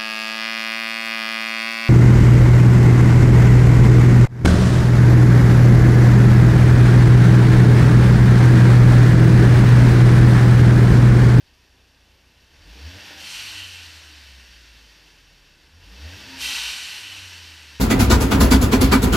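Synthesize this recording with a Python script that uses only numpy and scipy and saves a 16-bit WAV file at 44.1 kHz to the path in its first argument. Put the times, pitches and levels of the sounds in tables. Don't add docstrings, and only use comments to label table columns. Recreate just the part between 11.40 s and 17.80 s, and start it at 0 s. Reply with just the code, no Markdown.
import sys
import numpy as np
from scipy import signal
from scipy.fft import rfft, irfft, next_fast_len
from scipy.io import wavfile
from scipy.ndimage import uniform_filter1d

SR = 44100
rng = np.random.default_rng(int(sys.argv[2]) if len(sys.argv) > 2 else 0)


def master(y):
    cut = np.clip(np.atleast_2d(y).T, -1, 1)
    pcm = np.round(cut * 32767)
    wavfile.write(sys.argv[1], SR, pcm.astype(np.int16))


def gain_from_db(level_db):
    decades = np.asarray(level_db, float) / 20
    return 10 ** decades


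N = 282169
IDLE_PER_S = 30

# f/Hz, level/dB
LOADED = [(30, -72), (38, -55), (49, -41), (64, -47), (78, -33.5), (87.5, -47.5), (92.5, -41), (101, -75)]


def band(x, low_hz, high_hz):
    return signal.sosfilt(signal.butter(2, [low_hz, high_hz], "band", fs=SR, output="sos"), x)


def rms_one(x):
    return x / np.sqrt(np.mean(x ** 2) + 1e-20)


def at_hz(points, hz):
    table_hz, level_db = np.transpose(points)
    return np.interp(np.log(hz), np.log(table_hz), level_db)


def drift(rate_hz):
    r = np.exp(-2 * np.pi * rate_hz * 40 / SR)
    white = rng.standard_normal(N // 40 + 2002)
    slow = signal.lfilter([1], [1, -2 * r, r * r], white)[2000:]
    return np.interp(np.arange(N) / 40, np.arange(len(slow)), rms_one(slow))


def resonate(x, hz, width_hz):
    r = np.exp(-np.pi * width_hz / SR)
    poles = [1, -2 * r * np.cos(2 * np.pi * hz / SR), r * r]
    return signal.lfilter(np.array([1, 0, -1]) * (1 - r * r) / 2, poles, x)


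def through(x, modes):
    return sum((-1) ** k * gain_from_db(db) * resonate(x, hz, width) for k, (hz, width, db) in enumerate(modes))


def lifted(x, peaks):
    for hz, width, db in peaks:
        x = x + (gain_from_db(db) - 1) * resonate(x, hz, width)
    return x


def air(spectrum, patchy_db, tilt_db=0):
    hz, level_db = np.transpose(spectrum)
    white, together, out = rng.standard_normal((2, N)), drift(19), 0
    edges = np.geomspace(hz[0], hz[-1] * 1.1, int(3 * np.log2(hz[-1] / hz[0])) + 2)
    for k, (low, high) in enumerate(zip(edges, edges[1:])):
        mid = np.sqrt(low * high)
        own_db = at_hz(spectrum, mid) + tilt_db * np.log2(mid / 9000)
        flutter_db = patchy_db * (together + 1.17 * drift(9))
        out = out + gain_from_db(own_db + flutter_db) * band(white[k % 2], low, high)
    return out


def tones(turns, orders):
    start = rng.random(len(orders))
    return sum(np.sqrt(2) * gain_from_db(db) * np.sin(2 * np.pi * (k * turns + p)) for (k, db), p in zip(orders, start))


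def throttle():
    # pedal down t/s, pedal up t/s
    blips = [
        (1.1, 1.778),
        (4.32, 5.05),
    ]
    down_s, up_s = 0.24, 0.14
    now = np.arange(N) / SR
    return sum(np.interp(now, [down, down + down_s, up, up + up_s], [0, 1, 1, 0]) for down, up in blips)


def exhaust(turns, late_turns, firing, late_firing, opening):
    # f/Hz, level/dB
    coasting = [(32, -72), (41, -58.5), (51.5, -60), (54.5, -52), (61, -53.5), (66, -47), (74, -53),
                (92, -48.5)]
    # multiple of firing rate, level/dB
    overtones = [(2.75, -5), (3.25, -6), (4.2, 0), (5, 0), (5.8, 0), (6.25, -1), (7, 1), (7.25, 1), (8, 0),
                 (9, -4)]
    # f/Hz, width/Hz, level/dB
    pipe = [(183, 47, 3), (247, 63, 0.5), (292.4, 32, 5.5), (327, 56, -4), (463.4, 26, 1), (531, 22, -0.5),
            (613, 46, -0.5), (759, 40, -3.5), (833, 23, 1), (940, 19, 1)]
    fall_db_per_hz, fall_span_hz = 1.5, 12.6
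    load_db, closed_db = -61, -22

    above_hz = np.clip(late_firing - coasting[-1][0], 0, fall_span_hz)
    coast_db = at_hz(coasting, late_firing) - fall_db_per_hz * above_hz
    note_db = opening * at_hz(LOADED, late_firing) + (1 - opening) * coast_db
    note = gain_from_db(note_db + 0.5 * drift(12)) * tones(late_turns, [(1, 0)])
    second = multiple_gain(2, firing, opening) * gain_from_db(0.5 * drift(10)) * np.sqrt(2) * np.cos(4 * np.pi * turns)
    third = multiple_gain(3, firing, opening) * gain_from_db(0.5 * drift(10)) * np.sqrt(2) * np.cos(6 * np.pi * turns)

    uneven = turns + 0.015 * drift(25)
    pulse_db = load_db + closed_db * (1 - opening) + 4.9 * np.log2(firing / 90) + 3.7 * drift(46)
    pulses = gain_from_db(pulse_db) * tones(uneven, overtones)
    return note + second + third + through(through(pulses, pipe), pipe)


def multiple_gain(k, firing, opening):
    # f/Hz, level/dB
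    loaded_high = [(115, -84), (155, -66), (188, -56), (220, -69), (250, -58.5), (280, -52), (295, -71),
                   (320, -63)]
    coast_multiples = (-72.5, -82)
    idle_multiples = (-67, -69.5)
    below_first_db, idle_fade_per_s = -12, 4
    bite = 0.4

    idling = np.clip(1 - (firing - IDLE_PER_S) / idle_fade_per_s, 0, 1)
    bass = [(hz, db + below_first_db) for hz, db in LOADED]
    loaded_db = at_hz([*bass, *loaded_high], k * firing)
    rest = gain_from_db(coast_multiples[k - 2]) + idling * gain_from_db(idle_multiples[k - 2])
    return opening ** bite * gain_from_db(loaded_db) + (1 - opening) * rest


def valve():
    # f/Hz, density/dB per Hz
    jet_spectrum = [(420, -47), (650, -16), (920, -7), (1250, -6.5), (1500, -2.5), (1850, -3.5), (2400, -1),
                    (3040, 2.5), (3400, 1), (5200, -1.5), (5800, -5.5), (6520, -5), (11800, -14),
                    (15200, -19)]
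    # f/Hz, width/Hz, lift/dB
    jet_peaks = [(1320, 100, -2.5), (1497, 18, 10.5), (1490, 50, -1), (1960, 31, 12), (2330, 44, 6.5),
                 (2480, 100, 8.5), (2705, 15, 10.5), (3010, 71, 7), (3166, 4.8, 14), (3430, 21, -12),
                 (3755, 120, 5.5), (4177, 81, 10.5), (4530, 29, 11), (4830, 80, 2), (5800, 420, 8),
                 (7330, 130, 5.5), (8680, 300, 6), (11660, 270, 5)]
    # f/Hz, width/Hz
    duct = (2815, 690)
    flow_db, tilt_db, duct_db = vent_flow()
    jet = air(jet_spectrum, patchy_db=0.6, tilt_db=tilt_db)
    singing = gain_from_db(duct_db) * resonate(resonate(jet, *duct), *duct)
    jet = lifted(jet + singing, jet_peaks)
    return gain_from_db(flow_db) * jet / np.std(band(jet, 6500, 12000))


def vent_flow():
    # crack t/s, swell/s, hold/s, peak level/dB, first rush re peak/dB
    vents = [
        (1.766, 0.11, 0.11, -45, -7),
        (4.974, 0.059, 0.028, -35.5, -2.5),
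    ]
    shut_db, leak_s, leak_db, open_s = -95, 0.04, -20, 0.04
    fast_s, fast_db_per_s, slow_db_per_s = 0.52, 27, 20
    thin_db, thin_s, settled_db = 2.5, 0.083, -0.5
    sings_at_db, sing_db, sing_slope, sing_rest_db = -51, 2, 0.88, -7

    now, flow_db, tilt_db = np.arange(N) / SR, np.full(N, float(shut_db)), settled_db
    fast_db = -fast_db_per_s * fast_s
    for crack, swell, hold, peak_db, rush_db in vents:
        times = crack + np.cumsum([-leak_s, leak_s, open_s, swell, hold, fast_s, 10])
        levels = [shut_db - peak_db, leak_db, rush_db, 0, -1, fast_db, fast_db - 10 * slow_db_per_s]
        flow_db = np.maximum(flow_db, peak_db + np.interp(now, times, levels))
        tilt_db = tilt_db + thin_db * np.exp(-np.abs(now - crack - open_s * 1.1) / thin_s)
    duct_db = sing_db - sing_slope * np.abs(flow_db - sings_at_db)
    return flow_db, tilt_db, np.maximum(duct_db, sing_rest_db)


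def intake(firing, opening):
    # f/Hz, density/dB per Hz
    roar = [(59, 14.5), (100, -2), (135, -4), (241, -7.5), (296, -5.5), (382, -10), (484, -8.5),
            (683, -11.5), (1300, -15.5), (1690, -54), (2860, -120)]
    idle_db, growth, open_db, gulp_db = -64, 0.41, 4.5, 0.8
    dump_db = -24
    gain = (firing / IDLE_PER_S) ** growth * gain_from_db(idle_db + opening * (open_db + gulp_db * drift(4.7)))
    rush = gain_from_db(vent_flow()[0] + dump_db)
    return (gain + rush) * rms_one(band(air(roar, patchy_db=0.32), 100, 6000))


def engine_bay(turns, firing, opening):
    # f/Hz, density/dB per Hz
    bay = [(410, -64), (700, -25.5), (817, 1.5), (953, -8.5), (1220, -11.5), (1790, -2), (1960, -4),
           (3040, 0), (3540, -2.5), (5560, -7.5), (6920, -15.5), (11900, -24.5), (15200, -24.5)]
    # f/Hz, width/Hz, lift/dB
    bay_peaks = [(1380, 150, -2), (1514, 236, 7.5), (1838, 16, 6), (2657, 134, 5.5), (3027, 66, 3.5),
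                 (3520, 84, 3.5), (4575, 280, 6.5), (5360, 70, -7), (5566, 260, 8.5), (7200, 52, 7),
                 (9380, 220, 6.5), (11760, 370, 7.5), (13900, 490, 7), (14170, 300, -4)]
    idle_db, growth = -61, 1.63
    suction_db, lead_s = -74.5, 0.3
    hiss = lifted(air(bay, patchy_db=0.46), bay_peaks)
    suction = gain_from_db(suction_db) * np.roll(opening, -int(lead_s * SR))
    gain = (firing / IDLE_PER_S) ** growth * gain_from_db(idle_db) + suction
    return gain * gain_from_db(0.5 * np.sin(2 * np.pi * turns)) * rms_one(hiss)


def shafts(turns, firing):
    # multiple of firing rate, level/dB at 90 firings per s
    shaft_orders = [(1.5, -70), (3.25, -58), (3.75, -64), (4.15, -59), (5.25, -62), (6.1, -59), (9.9, -59)]
    # f/Hz, width/Hz, level/dB
    panels = [(142, 35, -1.5), (307.4, 15.8, -0.5), (530, 170, -8)]
    drive = (firing / 90) ** 1.42 * gain_from_db(1.4 * drift(6.7))
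    return through(through(drive * tones(turns, shaft_orders), panels), panels)


def swells():
    # t/s, f/Hz, rms level/dB, half length/s
    swell_events = [(1.204, 82.5, -49, 0.053), (1.782, 78.5, -53, 0.061), (1.98, 51.5, -55.5, 0.055),
                    (2.14, 48.3, -58, .04), (3.12, 45.5, -57, 0.066), (4.404, 83.5, -52.5, 0.082),
                    (4.865, 108.5, -54, .04), (4.97, 85.5, -52, .04), (5.0, 58.5, -52, .05),
                    (5.08, 70.5, -61, .04), (5.21, 57.5, -52, .06), (5.292, 55.5, -50, .045),
                    (4.947, 264.5, -46.5, 0.076), (5.078, 262.5, -57, 0.072), (4.82, 205, -57, 0.057),
                    (4.945, 931.0, -52, 0.02), (5.13, 821.0, -55, .05), (5.172, 941.0, -50.5, .035),
                    (1.76, 781.0, -57, 0.07)]
    now, out = np.arange(N) / SR, 0
    for s, hz, db, half_s in swell_events:
        bell = np.sqrt(2) * gain_from_db(db) * np.exp(-((now - s) / half_s) ** 2)
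        out = out + bell * np.sin(2 * np.pi * (hz * now + rng.random()))
    return out


def burble():
    # f/Hz, width/Hz, level/dB
    bass_modes = [(49.4, 8.3, -6), (83, 22, -14)]
    return gain_from_db(-75) * rms_one(through(through(rng.standard_normal(N), bass_modes), bass_modes))


def garage(x):
    t60_s, walls_db = 0.3, -9
    size = next_fast_len(N + SR)
    turn = 2j * np.pi * np.arange(size // 2 + 1) / size
    lags = (rng.uniform(0.006, 0.04, 10) * SR).astype(int)
    loops = [gain_from_db(-60 * lag / SR / t60_s) * np.exp(-turn * lag) for lag in lags]
    walls = sum((-1) ** k * g / (1 - g) for k, g in enumerate(loops)) / np.sqrt(len(lags))
    return irfft(rfft(x, size) * (1 + gain_from_db(walls_db) * walls), size)[:N]


def scene():
    # t/s, firing rate/Hz
    speed = [(0.0, 29.7), (1.07, 29.9), (1.2, 41.0), (1.5, 89.0), (1.61, 102.5), (1.7, 106.5),
             (1.85, 104.0), (2.19, 92.0), (2.92, 65.0), (3.19, 58.0), (3.62, 50.0), (4.1, 37.5),
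             (4.32, 34.5), (4.41, 43.0), (4.78, 103.5), (4.93, 119.0), (5.3, 110.5), (6.4, 69.0)]
    flywheel_s, note_lag_s = 0.05, 0.0366
    now = np.arange(N) / SR
    firing = np.interp(now, *np.transpose(speed))
    firing = uniform_filter1d(firing, size=int(flywheel_s * SR), mode="nearest")
    late_firing, opening = np.interp(now - note_lag_s, now, firing), throttle()
    turns, late_turns = np.cumsum(firing) / SR, np.cumsum(late_firing) / SR

    engine = exhaust(turns, late_turns, firing, late_firing, opening) + shafts(turns, firing)
    noise = garage(valve() + intake(firing, opening) + engine_bay(turns, firing, opening)) * gain_from_db(0.5)
    rumble = gain_from_db(-75) * rms_one(band(rng.standard_normal(N), 10, 36))
    mono = engine + noise + swells() + burble() + rumble
    return np.array([mono, mono])


def top_cut(x):
    return signal.sosfilt(signal.butter(12, 15310, fs=SR, output="sos"), x)


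def record(dry):
    heard = dry + gain_from_db(-76) * rms_one(band(rng.standard_normal(N), 5000, 14000))
    bright = band(heard[0], 90, 18000)
    bright = bright + gain_from_db(-0.5) * band(heard[0], 3100, 16000)
    mismatch = gain_from_db(-30.5 + 2.6 * drift(73)) * drift(170) * bright
    low_pass = signal.cheby2(24, 70, 15520, fs=SR, output="sos")
    return top_cut(signal.sosfilt(low_pass, heard + mismatch * np.array([[1], [-1]])))


dry = scene()
out = record(dry)
master(out)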